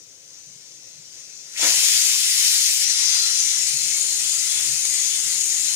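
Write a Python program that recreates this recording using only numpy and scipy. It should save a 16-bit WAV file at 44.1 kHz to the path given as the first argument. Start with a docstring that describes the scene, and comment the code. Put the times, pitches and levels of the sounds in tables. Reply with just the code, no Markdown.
"""Pressure cooker letting off steam

A faint hiss leaks from the cooker, then its weight jerks up with a puff that jolts the pot, and steam roars out.
The weight sinks back a little and the jet narrows to a steady hiss: shaped noise, singing in vent and lid.
Underneath, bands of noise make the washing flame and bubbling water, with damped sines for the pot and a low hum.
The jet is heard mostly on the left, with short random echoes for the tiled kitchen around it."""
import sys
import numpy as np
from scipy import signal
from scipy.fft import rfft, irfft
from scipy.io import wavfile
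from scipy.ndimage import uniform_filter1d

SR = 44100
rng = np.random.default_rng(int(sys.argv[2]) if len(sys.argv) > 2 else 0)


def dump_mix(stems):
    """Bounce the given channels to the path in sys.argv[1] as a 16-bit WAV at rate SR."""
    frames = np.atleast_2d(stems).T  # one column per channel
    limited = np.clip(frames, -1, 1)  # hard clip at full scale
    pcm = np.round(limited * 32767).astype(np.int16)
    wavfile.write(sys.argv[1], SR, pcm)


N = 253575
TIME = np.arange(N) / SR  # s
FREQ = np.maximum(np.arange(N // 2 + 1) * SR / N, 1)  # Hz, kept above 0 for the logarithms and divisions
TOP_HZ = 15500

# Moves of the weight, each leading to the next jet shape (lifts, drops back, comes to rest).
# Each row: middle of the move in seconds, duration in seconds.
WEIGHT_MOVES = [(1.606, 0.32), (2.84, 0.026), (3.52, 1)]
# Colour of the jet while the seated weight leaks. Each row: frequency in Hz, relative level in dB.
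LEAKING_COLOUR = [(500, -26), (1000, -24.5), (1600, -19), (2200, -14), (3400, -13.5), (4500, -12),
                  (6000, -2.5), (6800, -3.5), (7400, -7.5), (8000, -13.5), (9200, -17), (10700, -23.5),
                  (12000, -35), (13300, -27), (15200, -26)]
# Colour of the jet under the lifted weight. Each row: frequency in Hz, relative level in dB.
LIFTED_COLOUR = [(500, -42), (1000, -31), (1700, -17), (2100, -11), (3400, -7.5), (4500, -6), (6000, -1.7),
                 (6800, -0.5), (7400, -0.5), (8000, -6.5), (9200, -6), (10700, -9), (12000, -15.5),
                 (13300, -14.5), (15200, -15.5)]
# Colour of the jet as the weight sinks back. Each row: frequency in Hz, relative level in dB.
SINKING_COLOUR = [(500, -38), (1000, -24), (1700, -15), (2000, -7.5), (3400, -6), (4500, -6.5), (6000, 1),
                  (6800, -3), (7400, 0), (8000, -10.5), (9200, -8), (10700, -13.5), (12000, -24),
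                  (13300, -20), (15200, -23)]
# Colour of the jet once the weight has come to rest. Each row: frequency in Hz, relative level in dB.
RESTING_COLOUR = [(500, -38), (1000, -32.5), (1700, -24.5), (2000, -18), (3400, -15), (4500, -10),
                  (6000, -4), (6800, 2), (7400, -1.5), (8000, -6.5), (9200, -5), (10700, -14),
                  (12000, -22.5), (13300, -18), (15200, -21.5)]
# Resonances of vent, weight and lid. Each row: frequency in Hz, width in Hz, lift in dB before the ring amount.
VENT_RESONANCES = [(1080, 60, 3), (1360, 60, 5), (2018, 62, 6), (2207, 75, 2.5), (2584, 116, 2.5),
                   (3060, 76, 4), (3420, 130, 4), (4182, 85, 10), (4450, 70, 5), (4738, 60, 5.5),
                   (4960, 85, 7.5), (5170, 50, 5), (5385, 105, 7), (5659, 41, 4), (5915, 70, 2),
                   (6030, 60, 2), (6122, 65, 6), (6225, 45, 5), (6630, 80, 4.5), (6775, 85, 4),
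                   (7067, 40, 2.5), (7346, 50, 1.5), (8280, 35, 4), (8380, 60, 4.5), (8665, 65, 3),
                   (9095, 75, 5.5)]
# Droplets spat through the vent. Each row: peak in seconds, level in dB over the jet.
DROPLET_SPITS = [(.910, 2), (1.181, 1), (1.615, -2), (1.666, 1), (1.886, 9), (2.005, -9), (2.353, 1),
                 (2.902, -6), (3.452, -1), (3.949, -4), (4.521, 4), (4.854, 10), (4.9, 9), (5.337, -7)]


def steam(walls, flutter_db=0.37, flutter_rate=110, lump_db=0.52, lump_rate=20, spit_s=0.00067):
    """Turbulent, slightly wet steam passes under the weight; each move of the weight reshapes the jet."""
    spits = sum(undb(db) * np.exp(-abs(TIME - s) / spit_s) for s, db in DROPLET_SPITS)
    flutter = undb(flutter_db * walk(flutter_rate))
    rush = turbulence(np.hypot(flutter, spits), diffuse=0.5)
    source = walls * eddies(rush, patchy_db=0.78, rate=26)
    vent_db = resonances(VENT_RESONANCES)
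    jet = jet_shape(source, vent_db, LEAKING_COLOUR, ring=0.84, beam=0.69)
    shapes = [jet_shape(source, vent_db, LIFTED_COLOUR, ring=0.74, beam=0.62),
              jet_shape(source, vent_db, SINKING_COLOUR, ring=0.97, beam=0.77),
              jet_shape(source, vent_db, RESTING_COLOUR, ring=0.68, beam=0.74)]
    for (s, duration), shape in zip(WEIGHT_MOVES, shapes):
        moved = np.clip((TIME - s) / duration + .5, 0, 1)
        jet = (1 - moved) * jet + moved * shape
    hiss, roar = jet
    hiss_gain, roar_gain = jet_strength()
    lumps = undb(lump_db * walk(lump_rate))  # the big, slow eddies make the roar come in lumps
    return hiss * hiss_gain + roar * roar_gain * lumps


# How much louder the jet is on the left. Each row: frequency in Hz, difference in dB before the beam amount.
LEFT_BEAM = [(300, -7.5), (1000, 5), (2100, 3.5), (2800, 2.5), (4000, -2), (5300, 10), (6500, 16.5),
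             (7300, 12.5), (9100, 12.5), (10500, 4), (13000, -1), (15200, 18)]


def jet_shape(source, vent_db, points, ring, beam, ring_right=0.064):
    """One position of the weight: the vent rings mostly towards the left; gives the hiss and the lower roar."""
    left_db = ring * vent_db
    right_db = ring_right * vent_db - beam * colour(LEFT_BEAM)
    db = colour(points) + np.array([left_db, right_db])
    spectrum = source * undb(db) / np.sqrt(1 + (450 / FREQ) ** 6)  # a thin jet has no bass
    upper = 1 / (1 + (4000 / FREQ) ** 12)
    hiss = in_band(spectrum * upper, 4000, 12000)
    roar = in_band(spectrum * (1 - upper), 1200, 4000)
    return np.array([hiss, roar])


# The leak under the seated weight grows with the pressure; its lower roar lies under the hiss.
LEAK_DB, LEAK_GROWTH_DB_PER_S, LEAK_ROAR_DB = -49.5, 1.33, -14.5
# The seated weight slips and the leak steps up. Each row: middle of the step in seconds, rise in dB.
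WEIGHT_SLIPS = [(.285, 2), (1.118, 2)]
SLIP_SPREAD_S = .006
# The weight opens the vent in jerks. Each row: middle in seconds, spread in seconds, relative share of the opening.
LIFT_JERKS = [(1.548, 0.016, .13), (1.574, .0012, 0.18), (1.594, .003, 0.099), (1.623, 0.012, 0.71)]
# The open jet loses strength with the pressure until it holds steady.
LIFT_S, BLAST_DB, SAG_DB_PER_S, STEADY_DB = 1.53, -19.5, 2, -24.5
# Roar of the open jet: its level at the lift, and the dB it moves for each dB of hiss.
ROAR_DB, ROAR_PER_HISS = -30.5, 1.83
# Swells and dips as the weight wobbles. Each row: peak in seconds, half length in seconds, change of flow in dB.
JET_GUSHES = [(1.175, 0.05, 1), (1.676, 0.013, -0.3), (1.703, 0.0067, 0.5), (1.73, 0.022, -1.6),
              (1.853, .02, 1), (1.92, 0.034, 0.5), (2.24, 0.16, -1.0), (2.483, 0.14, 1.6),
              (2.87, 0.024, -0.5), (2.955, 0.018, -0.3), (3.1, 0.055, 1.1), (3.22, 0.07, 0.5),
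              (3.322, 0.014, -1), (3.78, 0.064, -1.2), (4.19, 0.021, 0.2), (4.334, .06, 0.3),
              (4.587, 0.18, 0.93), (4.84, 0.01, -1), (4.99, 0.098, 0.8)]


def jet_strength():
    """Gains of hiss and roar: a growing leak, a jerky lift, then a sag to steady flow that the roar exaggerates."""
    opened = sum(share * step(s, spread_s) for s, spread_s, share in LIFT_JERKS)
    opened = opened / sum(share for _, _, share in LIFT_JERKS)
    gush_db = sum(db * bump(s, half_s) for s, half_s, db in JET_GUSHES)
    slip_db = sum(db * step(s, SLIP_SPREAD_S) for s, db in WEIGHT_SLIPS)
    leak = (1 - opened) * undb(LEAK_DB + LEAK_GROWTH_DB_PER_S * TIME + slip_db + gush_db)
    sag_db = np.maximum(-SAG_DB_PER_S * (TIME - LIFT_S), STEADY_DB - BLAST_DB)
    flow_db = sag_db + gush_db
    hiss = leak + opened * undb(BLAST_DB + flow_db)
    roar = leak * undb(LEAK_ROAR_DB) + opened * undb(ROAR_DB + ROAR_PER_HISS * flow_db)
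    return hiss, roar


# The jet catches on the edge of the weight and briefly sings in the resonances near one pitch.
# Each row: peak in seconds, half length in seconds, pitch in Hz, swell in dB for a resonance right on that pitch.
JET_SINGS = [(.40, .12, 6030, 5), (.92, .11, 4182, 4), (.96, .14, 4738, 4), (1.17, .12, 6030, 4),
             (1.36, .08, 2584, 6), (1.34, .07, 2207, 5), (1.96, .07, 6650, 5), (3.02, .09, 4738, 6),
             (3.15, .12, 4980, 6), (3.26, .09, 4182, 9), (3.33, .16, 1360, 12), (3.43, .12, 6130, 6),
             (3.59, .07, 5120, 6), (3.77, .16, 4182, 8), (3.91, .08, 2207, 9), (4.05, .08, 9095, 4),
             (4.08, .09, 4450, 9), (4.13, .1, 4182, 9), (4.22, .09, 4738, 6), (4.36, .07, 6160, 6),
             (4.45, .08, 1360, 7), (4.58, .07, 2207, 3), (4.58, .07, 3420, 6), (5.10, .07, 6130, 10),
             (5.17, .08, 3460, 7), (5.31, .08, 4450, 7), (5.51, .08, 6180, 6)]
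SING_REACH_HZ = 100


def singing(jet, waver_db=2.0, waver_rate=12):
    """Each resonance of the vent wavers on its own, and swells towards a whistle when the jet sings near it."""
    spectrum, out = rfft(jet), jet
    for hz, width, _ in VENT_RESONANCES:
        swell_db = waver_db * walk(waver_rate)
        for s, half_s, pitch, db in JET_SINGS:
            if abs(pitch - hz) < 2 * SING_REACH_HZ:
                nearness = np.exp(-((pitch - hz) / SING_REACH_HZ) ** 2)
                swell_db = swell_db + db * nearness * bump(s, half_s)
        band = irfft(spectrum * passband(hz, width), N)
        out = out + band * (undb(swell_db) - 1)
    return out


def burbling(jet, below_hz=1350, lump_db=1.7, lump_rate=24):
    """The biggest eddies break loose one by one, so the bottom of the roar comes in lumps."""
    low = irfft(rfft(jet) / (1 + (FREQ / below_hz) ** 8), N)
    return jet + low * (undb(lump_db * walk(lump_rate)) - 1)


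# Resonances of the puff. Each row: frequency in Hz, width in Hz, lift in dB.
PUFF_RESONANCES = [(140, 40, 6), (320, 34, 8), (538, 55, 7), (680, 70, 4), (1310, 70, 4)]
# Broad colour of the wet puff. Each row: frequency in Hz, relative level in dB.
PUFF_TONE = [(40, -34), (130, -5), (230, -7), (320, -3.5), (600, 1), (1000, 1), (1400, 1), (2200, 10),
             (4000, -13)]


def puff(walls, sputter_db=1.0, sputter_rate=130, left_db=1.5):
    """The first slug of wet steam sputters out as the weight lifts."""
    source = walls * turbulence(undb(sputter_db * walk(sputter_rate)), diffuse=0.22)
    shape_db = colour(PUFF_TONE) + resonances(PUFF_RESONANCES)
    sound = in_band(source * undb(shape_db), 100, 900)
    return sound * puff_strength() * undb([[left_db], [-left_db]])


# The first wet puff swells, holds and dies away, leaving a weaker tail.
PUFF_S, PUFF_DB, PUFF_HOLD_S = 1.633, -36.5, 0.024
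PUFF_RISE_DB_PER_S, PUFF_FALL_DB_PER_S = 610, 170
PUFF_TAIL_DB, PUFF_TAIL_DB_PER_S = -6.5, 74


def puff_strength():
    """Gain of the puff: attack, hold, and a quick fall into a slower tail."""
    before = np.maximum(PUFF_S - TIME, 0)
    after = np.maximum(TIME - PUFF_S - PUFF_HOLD_S, 0)
    release_db = np.maximum(-PUFF_FALL_DB_PER_S * after, PUFF_TAIL_DB - PUFF_TAIL_DB_PER_S * after)
    return undb(PUFF_DB - PUFF_RISE_DB_PER_S * before + release_db)


# Short spurts of wet steam as the weight stutters off its seat and hovers.
# Each row: peak in seconds, half length in seconds, centre in Hz, width in Hz, level in dB before panning.
STEAM_SPURTS = [(1.564, 0.0075, 2340, 650, -41), (1.582, 0.011, 2600, 800, -40),
                (1.602, 0.013, 695, 330, -45), (1.642, 0.0088, 10500, 4000, -33),
                (1.66, 0.0085, 500, 400, -50), (1.691, 0.015, 340, 240, -45),
                (1.735, 0.024, 895, 350, -45.5), (1.772, .012, 683, 250, -49), (1.78, .013, 170, 130, -56),
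                (1.84, 0.018, 700, 500, -49.5), (1.892, .014, 330, 130, -60), (1.927, 0.014, 400, 250, -57),
                (2.057, .013, 920, 110, -55), (2.152, 0.023, 1090, 129, -51.5),
                (2.385, 0.015, 1080, 150, -51), (2.482, 0.013, 1120, 200, -56)]


def spurts(walls, left_db=1.0):
    """Wet steam escapes in short spurts while the weight breaks free and hovers."""
    source = walls * turbulence(1, diffuse=0.29)
    sound = 0
    for s, half_s, hz, width, db in STEAM_SPURTS:
        spurt = in_band(source * passband(hz, width), 0, TOP_HZ)
        sound = sound + spurt * undb(db) * bump(s, half_s)
    return sound * undb([[left_db], [-left_db]])


# Jolts of the pot, from the sudden release and from a big bubble. Each row: start in seconds, level in dB.
POT_JOLTS = [(1.625, -31), (4.657, -48)]
# What the full pot rings with. Each row: frequency in Hz, time to fall 60 dB in seconds, relative level in dB.
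POT_RING = [(317.4, 0.23, 0.5), (362, .11, -8)]


def jolts(push_s=0.0078):
    """A soft push makes the full pot ring briefly with a dull, hollow note."""
    out = 0
    for s, db in POT_JOLTS:
        age = np.maximum(TIME - s, 0)
        ring = 0
        for hz, t60, mode_db in POT_RING:
            decay = np.exp(-np.log(1000) * age / t60)
            ring = ring + undb(mode_db) * np.sin(2 * np.pi * hz * age) * decay
        out = out + undb(db) * (1 - np.exp(-age / push_s)) * ring
    return out


# Clusters of big bubbles thumping in the pot.
# Each row: peak in seconds, half length in seconds, centre in Hz, width in Hz, level in dB.
BUBBLE_SURGES = [(0.515, 0.05, 144, 45, -59), (1.0, 0.037, 145, 50, -61), (3.746, .034, 138, 35, -53),
                 (3.85, 0.037, 153, 55, -55), (4.046, 0.033, 450, 80, -59), (4.574, 0.089, 140, 35, -58),
                 (4.675, .035, 290, 130, -60), (4.735, 0.068, 137, 26, -50.5), (5.265, 0.061, 144, 45, -57)]


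def surges():
    """Clusters of big bubbles thump in the pot, each in a broad, well-damped resonance."""
    source = turbulence(1, diffuse=0.067)
    out = 0
    for s, half_s, hz, width, db in BUBBLE_SURGES:
        resonance = 1 / (1 + ((FREQ - hz ** 2 / FREQ) / width) ** 2)
        out = out + in_band(source * resonance, 0, TOP_HZ) * undb(db) * bump(s, half_s)
    return out


# Colour of the wash of the flame. Each row: frequency in Hz, relative level in dB.
WASH_COLOUR = [(25, -17), (70, -4), (110, -4), (200, -4.5), (320, 0), (420, 0.5), (560, -0.5), (680, -6.5),
               (850, -11.5), (1400, -14), (3000, -11)]
# Hollow resonances of pot and stove in the wash. Each row: frequency in Hz, width in Hz, lift in dB.
STOVE_HOLLOWS = [(152, 20, 6), (195, 18, 6), (312, 22, 5), (380, 20, 3), (428, 20, 3), (485, 20, 3),
                 (550, 28, 4), (695, 36, 7)]
# Colour of the rumbling bubbles. 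Each row: frequency in Hz, relative level in dB.
RUMBLE_COLOUR = [(50, -34), (78, -16), (98, -3.5), (120, -10.5), (140, -2.5), (175, -9), (240, -16),
                 (400, -22)]
# The water boils up once the pressure has fallen.
BOIL_UP_S, BOIL_UP_SPREAD_S = 2.95, 0.071
WASH_DB, WASH_BOIL_UP_DB = -66, 6
RUMBLE_DB, RUMBLE_BOIL_UP_DB = -70.5, 5


def boiling(walls):
    """The flame washes while bubbles rumble, both as wavering noise; both grow as the water boils up."""
    wash = walls * turbulence(undb(1.0 * walk(27)), diffuse=0.14)
    wash = wash * undb(colour(WASH_COLOUR) + resonances(STOVE_HOLLOWS))
    bubbles = turbulence(undb(0.69 * walk(19)), diffuse=0.043)
    bubbles = bubbles * undb(colour(RUMBLE_COLOUR)) / (1 + (FREQ / 900) ** 2)
    wash, rumble = in_band(wash, 230, 750), in_band(bubbles, 90, 210)
    boil = step(BOIL_UP_S, BOIL_UP_SPREAD_S)
    wash_gain = undb(WASH_DB + WASH_BOIL_UP_DB * boil)
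    rumble_gain = undb(RUMBLE_DB + RUMBLE_BOIL_UP_DB * boil)
    return rumble * rumble_gain + wash * wash_gain


HUM_HZ, HUM_DB = 49.4, -69.5  # level before the boil-up swell and panning


def hum(left_db=4.5, murk_db=-9, boil_up_db=3):
    """A faint low hum in a murky band of bass comes in with the blast and firms up as the water boils."""
    tone = np.sqrt(2) * np.sin(2 * np.pi * HUM_HZ * TIME)
    murk = in_band(turbulence(1, diffuse=.4) / (1 + (FREQ / 60) ** 4), 20, 80)
    fade_in = np.clip((TIME - 1.55) / 0.22, 0, 1)
    swell = fade_in * undb(boil_up_db * (step(BOIL_UP_S, BOIL_UP_SPREAD_S) + 0.5))
    return (tone + undb(murk_db) * murk) * swell * undb(HUM_DB + np.array([[left_db], [-left_db]]))


def tiles(echo_db=-7.0, t60=0.12):
    """Weak, quick reflections off the nearby walls ripple the spectrum at each microphone."""
    decay = np.exp(-np.log(1000) * TIME / t60)
    echoes = rng.standard_normal((2, N)) * decay * (TIME > .002)
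    return 1 + undb(echo_db) * rfft(echoes / np.linalg.norm(echoes, axis=1, keepdims=True))


def turbulence(strength, diffuse, lag_ms=.12):
    """Stereo spectrum of rushing noise: its direct part reaches the right first, the rest comes from separate
    eddies, different at each microphone."""
    direct, *scattered = rfft(rng.standard_normal((3, N)) * strength)
    delay = np.exp(-2j * np.pi * FREQ * np.array([[lag_ms / 1000], [0]]))  # left, right
    diffuse = np.clip(diffuse, 0, 1)
    return np.sqrt(1 - diffuse) * direct * delay + np.sqrt(diffuse) * np.array(scattered)


def eddies(spectrum, patchy_db, rate, count=22):
    """Eddies of each size come and go, so overlapping bands swell on their own."""
    place = np.interp(FREQ, [1000, 15000], [0, count - 1])
    bands = (irfft(spectrum * np.maximum(1 - abs(place - k), 0), N) for k in range(count))
    return rfft(sum(band * undb(patchy_db * walk(rate)) for band in bands))


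def in_band(spectrum, lo, hi):
    """Stereo sound from a spectrum, with unit rms of its centre between lo and hi in Hz."""
    centre = irfft(spectrum.mean(axis=0) * ((FREQ > lo) & (FREQ < hi)), N)
    return irfft(spectrum, N) / centre.std()


def colour(points):
    """dB at every frequency from (Hz, dB) points."""
    hz, db = np.transpose(points)
    return np.interp(np.log(FREQ), np.log(hz), db)


def resonances(modes):
    """dB lift at every frequency from (Hz, width, dB) modes."""
    return sum(db / (1 + (2 * (FREQ - hz) / width) ** 2) for hz, width, db in modes)


def passband(hz, width):
    """Gain at every frequency of a bell-shaped band."""
    return np.exp(-((FREQ - hz) / width) ** 2)


def walk(rate):
    """Random levels held 1 / rate s and slewed; spread 1."""
    k = max(int(SR / rate), 2)
    held = rng.standard_normal(N)[np.arange(N) // k]
    smooth = uniform_filter1d(held, k)
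    return smooth / smooth.std()


def step(s, spread_s):
    """A smooth change from 0 to 1, halfway at time s."""
    return .5 + .5 * np.tanh((TIME - s) / (2 * spread_s))


def bump(s, half_s):
    """A smooth swell from 0 to 1 and back, highest at time s."""
    return np.exp(-((TIME - s) / half_s) ** 2)


def undb(db):
    """Decibels to gain."""
    return 10 ** (np.asarray(db) / 20)


def scene():
    """The singing jet with its spurts and puff over the boiling pot; jet, steam and wash share the tiled walls."""
    walls = tiles()
    jet = burbling(singing(steam(walls)))
    pot = jolts() + surges() + boiling(walls)
    return jet + puff(walls) + spurts(walls) + pot + hum()


def record(dry):
    """The recorder rounds the very highest peaks and cuts the top."""
    rounded = dry / (1 + (dry / .8) ** 6) ** (1 / 6)
    return signal.sosfilt(signal.ellip(12, .1, 90, TOP_HZ, fs=SR, output="sos"), rounded)


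dry = scene()
out = record(dry)
dump_mix(out)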